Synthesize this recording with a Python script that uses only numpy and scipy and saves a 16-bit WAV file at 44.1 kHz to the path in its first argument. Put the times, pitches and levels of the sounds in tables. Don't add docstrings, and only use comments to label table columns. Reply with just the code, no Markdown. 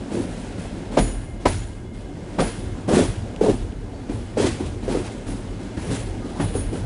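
import sys
import numpy as np
from scipy import signal
from scipy.io import wavfile

SR = 44100
rng = np.random.default_rng(int(sys.argv[2]) if len(sys.argv) > 2 else 0)


def linear_from_db(decibels):
    return 10 ** (np.asarray(decibels, float) / 20)


def wrap_up_sound(samples):
    columns = np.atleast_2d(samples).T
    tamed = np.clip(columns, -1, 1)
    steps = np.round(tamed * 32767).astype(np.int16)
    wavfile.write(sys.argv[1], SR, steps)


N = 302085


def rms_one(x):
    return x / np.sqrt(np.mean(x ** 2) + 1e-20)


def drift(rate_hz):
    r = np.exp(-80 * np.pi * rate_hz / SR)
    noise = rng.standard_normal(N // 40 + 2002)
    slow = signal.lfilter([1], [1, -2 * r, r * r], noise)[2000:]
    return np.interp(np.arange(N) / 40, np.arange(len(slow)), rms_one(slow))


def resonate(x, hz, width_hz):
    r = np.exp(-np.pi * width_hz / SR)
    return signal.lfilter([(1 - r * r) / 2, 0, (r * r - 1) / 2],
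                          [1, -2 * r * np.cos(2 * np.pi * hz / SR), r * r], x)


def ringing_noise(noise, hz, width_hz):
    return rms_one(resonate(resonate(noise, hz, width_hz), hz, width_hz))


def grit(per_s, spread_db):
    sizes = linear_from_db(spread_db * np.minimum(rng.exponential(1, N), 4)) * rng.choice([-1, 1], N)
    hits = rng.random(N) < per_s / SR
    return rms_one(sizes * hits + 1e-18)


def coloured(sources, spectrum, patchy_db, tilt_db=0):
    hz_at, db_at = np.transpose(spectrum)
    octaves = np.log2(hz_at[-1] / hz_at[0])
    edges = hz_at[0] * 2 ** np.arange(0, octaves + 1 / 3, 1 / 3)
    edges = edges[edges < 13000]
    plain, tilted = 0, 0
    for k, (low, high) in enumerate(zip(edges, edges[1:])):
        hz = np.sqrt(low * high)
        band_pass = signal.butter(2, [low, high], "band", fs=SR, output="sos")
        band = signal.sosfilt(band_pass, sources[k % 2])
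        level_db = np.interp(np.log(hz), np.log(hz_at), db_at)
        band = band * linear_from_db(level_db + patchy_db * drift(11.4))
        plain = plain + band
        octaves_from_middle = np.log2(hz ** 2 / edges[0] / edges[-1]) / 2
        tilted = tilted + band * linear_from_db(tilt_db * octaves_from_middle)
    return tilted / np.std(plain)


def swells(starts, holds, levels_db, rise_s, db_per_s):
    out, t = np.zeros(N + SR), np.arange(SR) / SR
    for s, hold, db in zip(starts, np.abs(holds), levels_db):
        i = round(s * SR)
        rise = max(rise_s + 0.14 * hold, .001)
        onset = np.sin(np.pi / 2 * np.minimum(t / rise, 1)) ** 2
        out[i:i + SR] += onset * linear_from_db(db - db_per_s * np.maximum(t - rise_s - hold, 0))
    return out[:N]


# start in seconds, hold in seconds, growl in dB, rattle in dB, sizzle in dB.
JOINTS = [
    (0.966, 0.0027, -8.5, -34.5, -25.5),
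    (1.45, 0.0027, -14, -31, -31),
    (2.378, 0.03, -16, -33.5, -30.5),
    (4.082, 0.037, -33, -51, -47),
    (5.765, .04, -38, -46, -44),
    (6.391, 0.016, -21.5, -42.5, -34),
]
PATCHES = [(0.097, 0.086, -28, -45, -42.5), (0.27, 0.19, -62, -56, -74), (0.57, 0.021, -60, -48.5, -45),
           (0.908, 0.015, -31, -45.5, -55), (1.39, 0.018, -55, -54.5, -77), (1.92, 0.044, -54.5, -57, -57),
           (2.87, 0.024, -14, -35, -37), (2.917, 0.069, -17.5, -30.5, -33), (3.401, 0.046, -20, -39, -41),
           (3.474, 0.007, -26, -51, -44), (4.361, 0.079, -20, -30.5, -40), (4.585, 0.015, -30.5, -51, -65),
           (4.635, 0.013, -46, -51, -58), (4.814, .01, -32.5, -49.5, -59),
           (4.87, 0.078, -23.5, -41.5, -42.5), (5.03, 0.01, -46, -45.5, -62),
           (5.254, 0.032, -40, -46, -38.5), (5.59, 0.014, -51, -56, -58), (5.83, 0.057, -32, -49, -51),
           (5.894, 0.035, -36, -38, -38.5), (6.235, 0.06, -42, -57, -51), (6.35, .02, -32.5, -51, -52),
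           (6.528, 0.027, -30.5, -47.5, -31), (6.714, 0.042, -30.5, -48, -46)]


def jolted(answer, axis, lag_s=0):
    total = 0
    for table, (rise_s, db_per_s) in zip((JOINTS, PATCHES), answer):
        columns = np.transpose(table)
        total = total + swells(columns[0] + lag_s, columns[1], columns[axis], rise_s, db_per_s)
    return total


# time in seconds, level in dB of the steady rattle it causes.
RAIL_ROUGHNESS = [(0.0, -46.5), (0.34, -47), (1.09, -47), (1.2, -52.5), (1.95, -56.5), (2.35, -46.5),
                  (2.5, -48.5), (3.43, -49), (3.79, -52.5), (4.06, -50), (4.56, -48.5), (4.67, -51.5),
                  (5.15, -49.5), (5.42, -48.5), (6.6, -48), (6.85, -50)]


def roughness_db():
    s, db = np.transpose(RAIL_ROUGHNESS)
    return np.interp(np.arange(N) / SR, s, db)


# start in seconds, peak in dB.
TICKS = [
    (3.3623, -26),
    (3.6546, -41),
    (3.7234, -34),
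    (6.5416, -30),
]


def ticks():
    s, db = np.transpose(TICKS)
    clicks = np.zeros(N) + 1e-18
    clicks[np.round(s * SR).astype(int)] = linear_from_db(db + 4.5)
    return resonate(clicks, 2750, 500) * 8.2 + resonate(clicks, 3700, 3500)


# start in seconds, hold in seconds, level in dB, pitch in Hz.
SQUEAKS = [
    (0.59, 0.033, -55, 2590),
    (1.542, 0.072, -54, 6940),
    (3.93, 0.036, -62, 4530),
    (6.212, .015, -46, 1222),
    (6.54, .05, -53, 6550),
]


def squeaks():
    rub, out = rng.standard_normal(N), 0
    for s, hold, db, hz in SQUEAKS:
        tone = ringing_noise(rub, hz, 0.016 * hz)
        out = out + swells([s], [hold], [db], rise_s=.015, db_per_s=158) * tone
    return out


# start in seconds, low tones in dB, middle tone in dB, high tones in dB.
WHEEL_BLOWS = [
    (0.972, -50, -55, -43),
    (1.455, -63, -64, -52),
    (2.388, -50, -60, -49),
    (2.95, -69, -45, -69),
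    (4.4, -70, -56, -64),
    (6.4, -55, -50.5, -56),
    (6.55, -64, -69, -64),
]
# pitch in Hz, width in Hz, level in dB, time to fade by 60 dB in seconds.
WHEEL_TONES = [(1620, 70, -3, 1.0), (2120, 55, -3, 1.1), (2930, 90, -8, .8), (3400, 50, 3, .45),
               (4900, 130, -8, .35), (6900, 260, 2, .65)]


def wheels():
    out, blows = 0, np.zeros((3, N))
    starts = [round(row[0] * SR) for row in WHEEL_BLOWS]
    blows[:, starts] = linear_from_db(np.array(WHEEL_BLOWS)[:, 1:].T)
    for hz, width_hz, db, t60 in WHEEL_TONES:
        group = np.searchsorted([3000, 4000], hz)
        ring = signal.lfilter([1], [1, -linear_from_db(-60 / (t60 * SR))], blows[group] + 1e-18)
        strength = ring + linear_from_db(-61.5 - 10.5 * group)
        tone = ringing_noise(rng.standard_normal(N), hz, width_hz)
        out = out + linear_from_db(db + 2.0 * drift(14)) * strength * tone
    return out


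# pitch in Hz, width in Hz, level in dB.
BODY = [(40.2, 11.5, -3), (83, 17.4, -4.5), (106.3, 14.4, -2.5)]
# start in seconds, upper resonances in dB, lowest resonance in dB.
LURCHES = [(0.1, -36, -41), (0.5, -41.5, -51), (0.63, -62, -33), (0.73, -44, -42), (0.96, -30, -21.5),
           (1.188, -65, -46), (1.44, -26, -26.5), (2.39, -40, -33), (2.54, -39, -35), (2.62, -34, -63),
           (2.91, -26, -30), (3.06, -29.5, -30), (3.46, -32.5, -31), (3.6, -52, -33), (4.11, -30.5, -39),
           (4.4, -25.5, -57), (4.62, -29.5, -26), (4.92, -40, -52), (5.25, -36, -35), (5.75, -34.5, -31),
           (5.87, -30, -39), (6.02, -37.5, -44), (6.4, -23, -28), (6.51, -50, -25), (6.6, -34, -55),
           (6.78, -29, -33.5)]


def boom():
    s, upper_db, lowest_db = np.transpose(LURCHES)
    modes = []
    for hz, width_hz, db in BODY:
        push = rng.standard_normal(N + SR)
        mode = resonate(resonate(push, hz, width_hz), hz, 3.7 * width_hz)[SR:]
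        modes.append(linear_from_db(db) * rms_one(mode))
    lowest, upper = modes[0], rms_one(sum(modes[1:]))
    lowest_lurch = swells(s, 0 * s, lowest_db, rise_s=0.037, db_per_s=67.5)
    upper_lurch = swells(s, 0 * s, upper_db, rise_s=0.037, db_per_s=67.5)
    return (linear_from_db(-35) + lowest_lurch) * lowest + (linear_from_db(-39.5) + upper_lurch) * upper


# pitch in Hz, width in Hz, level in dB.
SIZZLE = [(9250, 500, -2), (9700, 450, 0), (10100, 500, -1), (10450, 500, -4)]
# rise in seconds, fade in dB per second.
SIZZLE_ANSWER = [(.04, 97), (.04, 140)]


def sizzle():
    jingle = 0
    for hz, width_hz, db in SIZZLE:
        tone = ringing_noise(rng.standard_normal(N), hz, width_hz)
        jingle = jingle + linear_from_db(db + 2.5 * drift(9.8)) * tone
    return linear_from_db(-8) * jolted(SIZZLE_ANSWER, axis=4) * rms_one(jingle)


# frequency in Hz, level in dB per Hz.
RATTLE = [(530, -11), (900, -10.5), (1240, -15.5), (1600, -7.5), (1760, -11.5), (2140, -11), (2370, -11.5),
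          (6330, -14.5), (9660, -14.5), (10600, -24), (13800, -54), (22000, -120)]
# rise in seconds, fade in dB per second.
RATTLE_ANSWER = [(.008, 102.6), (.022, 129.6)]


def rattle():
    lag_s = 0.0021
    steady = linear_from_db(roughness_db() + 1.0)
    jolts = jolted(RATTLE_ANSWER, axis=3, lag_s=lag_s)
    s, growl_db = np.array(JOINTS)[:, [0, 2]].T
    slap_level_db = 0.25 * np.minimum(growl_db + 14, 0)
    slap_fade = 20 / np.log(10) / .015
    slap = swells(s + lag_s, 0 * s, slap_level_db, 0.0087, slap_fade)
    still_tilt, shaken_tilt, slap_tilt = -3, -1, -7
    tilt_db = (still_tilt * steady + shaken_tilt * jolts) / (steady + jolts) + slap_tilt * slap
    contacts = [grit(per_s=9000, spread_db=1.5) for side in range(2)]
    noise = coloured(contacts, RATTLE, patchy_db=0.83, tilt_db=tilt_db)
    clatter_db = 1.2 * drift(35)
    return (steady + jolts * linear_from_db(8.5 * slap + clatter_db)) * noise


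# frequency in Hz, level in dB per Hz.
BOGIE = [(76, -29), (130, -6.5), (146, 0), (258, 2.5), (325, -2.5), (401, -5.5), (859, -19.5), (1100, -28),
         (1300, -21), (1690, -76), (2860, -120)]
# rise in seconds, fade in dB per second.
GROWL_ANSWER = [(.008, 301), (.02, 244)]


def growl():
    rough_db = roughness_db()
    steady = linear_from_db(-33 + 0.68 * (rough_db - rough_db.mean()))
    jolts = jolted(GROWL_ANSWER, axis=2)
    still_tilt, shaken_tilt = 1.96, 3.34
    tilt_db = (still_tilt * steady + shaken_tilt * jolts) / (steady + jolts)
    rough = [grit(per_s=2500, spread_db=1.5) for side in range(2)]
    return (steady + jolts) * coloured(rough, BOGIE, patchy_db=2.0, tilt_db=tilt_db)


# start in seconds, peak in dB,
# pitch in Hz, crack in dB relative to the peak, time to fade by 60 dB in seconds.
KNOCKS = [(0.971, 7.5, 560, -22, 0.016), (0.985, -6.5, 800, 0, 0.034), (1.454, 5, 495, -17, 0.035),
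          (1.463, -7, 622, -30, 0.061), (2.39, -16, 560, -16, 0.066), (2.401, -5, 511, -3, 0.067),
          (5.766, -8.5, 264, -15, 0.066), (6.399, -16, 510, -14, 0.042), (5.285, -17, 288, -28, 0.16),
          (5.335, -13, 266, -28, 0.091), (5.908, -6, 198, -26, 0.12), (5.918, -15, 510, -16, 0.041),
          (3.409, 9, 445, -28.5, 0.035), (3.437, 2, 430, -26, 0.086), (6.413, -12, 262, -9, 0.046),
          (0.9715, -6.5, 937, -16, 0.066), (1.4535, -5.5, 1006, -11, 0.08), (2.393, -11, 1150, -17, 0.066),
          (6.4, -19.5, 1493, -14, 0.07)]
# start in seconds, peak in dB, pitch in Hz.
THUMPS = [(0.114, -12, 330), (0.139, -11, 326), (0.168, -6.5, 349), (0.193, -10.5, 275), (2.881, -15, 370),
          (2.921, -3, 428), (2.94, -2, 274), (2.964, 1, 357), (2.987, -1, 406), (3, 0, 278),
          (3.02, -7.5, 394), (3.459, -3.5, 478), (3.48, -1.5, 403), (3.492, 3.5, 270.4), (3.53, -7, 264),
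          (4.091, -8.5, 289), (4.368, -4.5, 450), (4.398, -2, 397), (4.437, -6, 407), (4.465, -5, 345),
          (4.597, -10, 288), (4.876, -6, 382), (4.897, -8, 276), (4.915, -3.5, 299), (4.946, -2, 390),
          (4.966, -4.5, 370), (4.983, -8, 339.5), (5.903, -20, 250), (6.549, -8.5, 390), (6.725, -7.5, 242)]


def knocks():
    out, t = np.zeros(N), np.arange(SR // 4) / SR
    ratios = np.array([[.74], [1.01], [1.3], [1.85]])
    lags_s = np.array([[.003], [.0015], [.0007], [.0002]])
    shares = linear_from_db([[-8], [-1], [-6], [-15]])
    thump_crack_db, thump_t60 = -19.5, .11
    blows = list(KNOCKS) + [(s, db, hz, thump_crack_db, thump_t60) for s, db, hz in THUMPS]
    chance = rng.standard_normal((len(blows), 2, len(ratios), 1))
    crack_band = signal.butter(1, [800, 3500], "band", fs=SR, output="sos")
    hiss = signal.sosfilt(crack_band, rng.standard_normal(N + len(t)))
    for (s, db, hz, crack_db, t60), (detune, strength) in zip(blows, chance):
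        i = round(s * SR)
        late = np.maximum(t - lags_s, 0)
        rise = 1.1 / hz
        fade = linear_from_db(-60 * late * np.sqrt(ratios) / max(t60, .01))
        swell = (1 - np.exp(-(late / rise) ** 2)) * fade
        tones = np.sin(2 * np.pi * hz * ratios * (1 + 0.06 * detune) * late)
        modes = shares * linear_from_db(2.0 * strength) * swell * tones
        crack_swell = (1 - np.exp(-(t / rise) ** 2)) * linear_from_db(-60 * t / .11)
        crack = linear_from_db(crack_db - 1.5) * hiss[i:i + len(t)] * crack_swell
        out[i:i + len(t)] += (linear_from_db(db - 8) * (modes.sum(axis=0) + crack))[:N - i]
    return out


def scene():
    background = ticks() + squeaks() + wheels() + boom()
    return (background + sizzle() + rattle() + growl() + knocks())[None]


def roll_off(x):
    return signal.sosfilt(signal.butter(12, 11640, fs=SR, output="sos"), x)


def record(dry):
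    rounded = 1.1 * np.tanh(dry / 1.1)
    low_pass = signal.ellip(12, .5, 75, 10520, fs=SR, output="sos")
    mix = signal.sosfilt(low_pass, rounded)
    return roll_off(mix)


dry = scene()
out = record(dry)
wrap_up_sound(out)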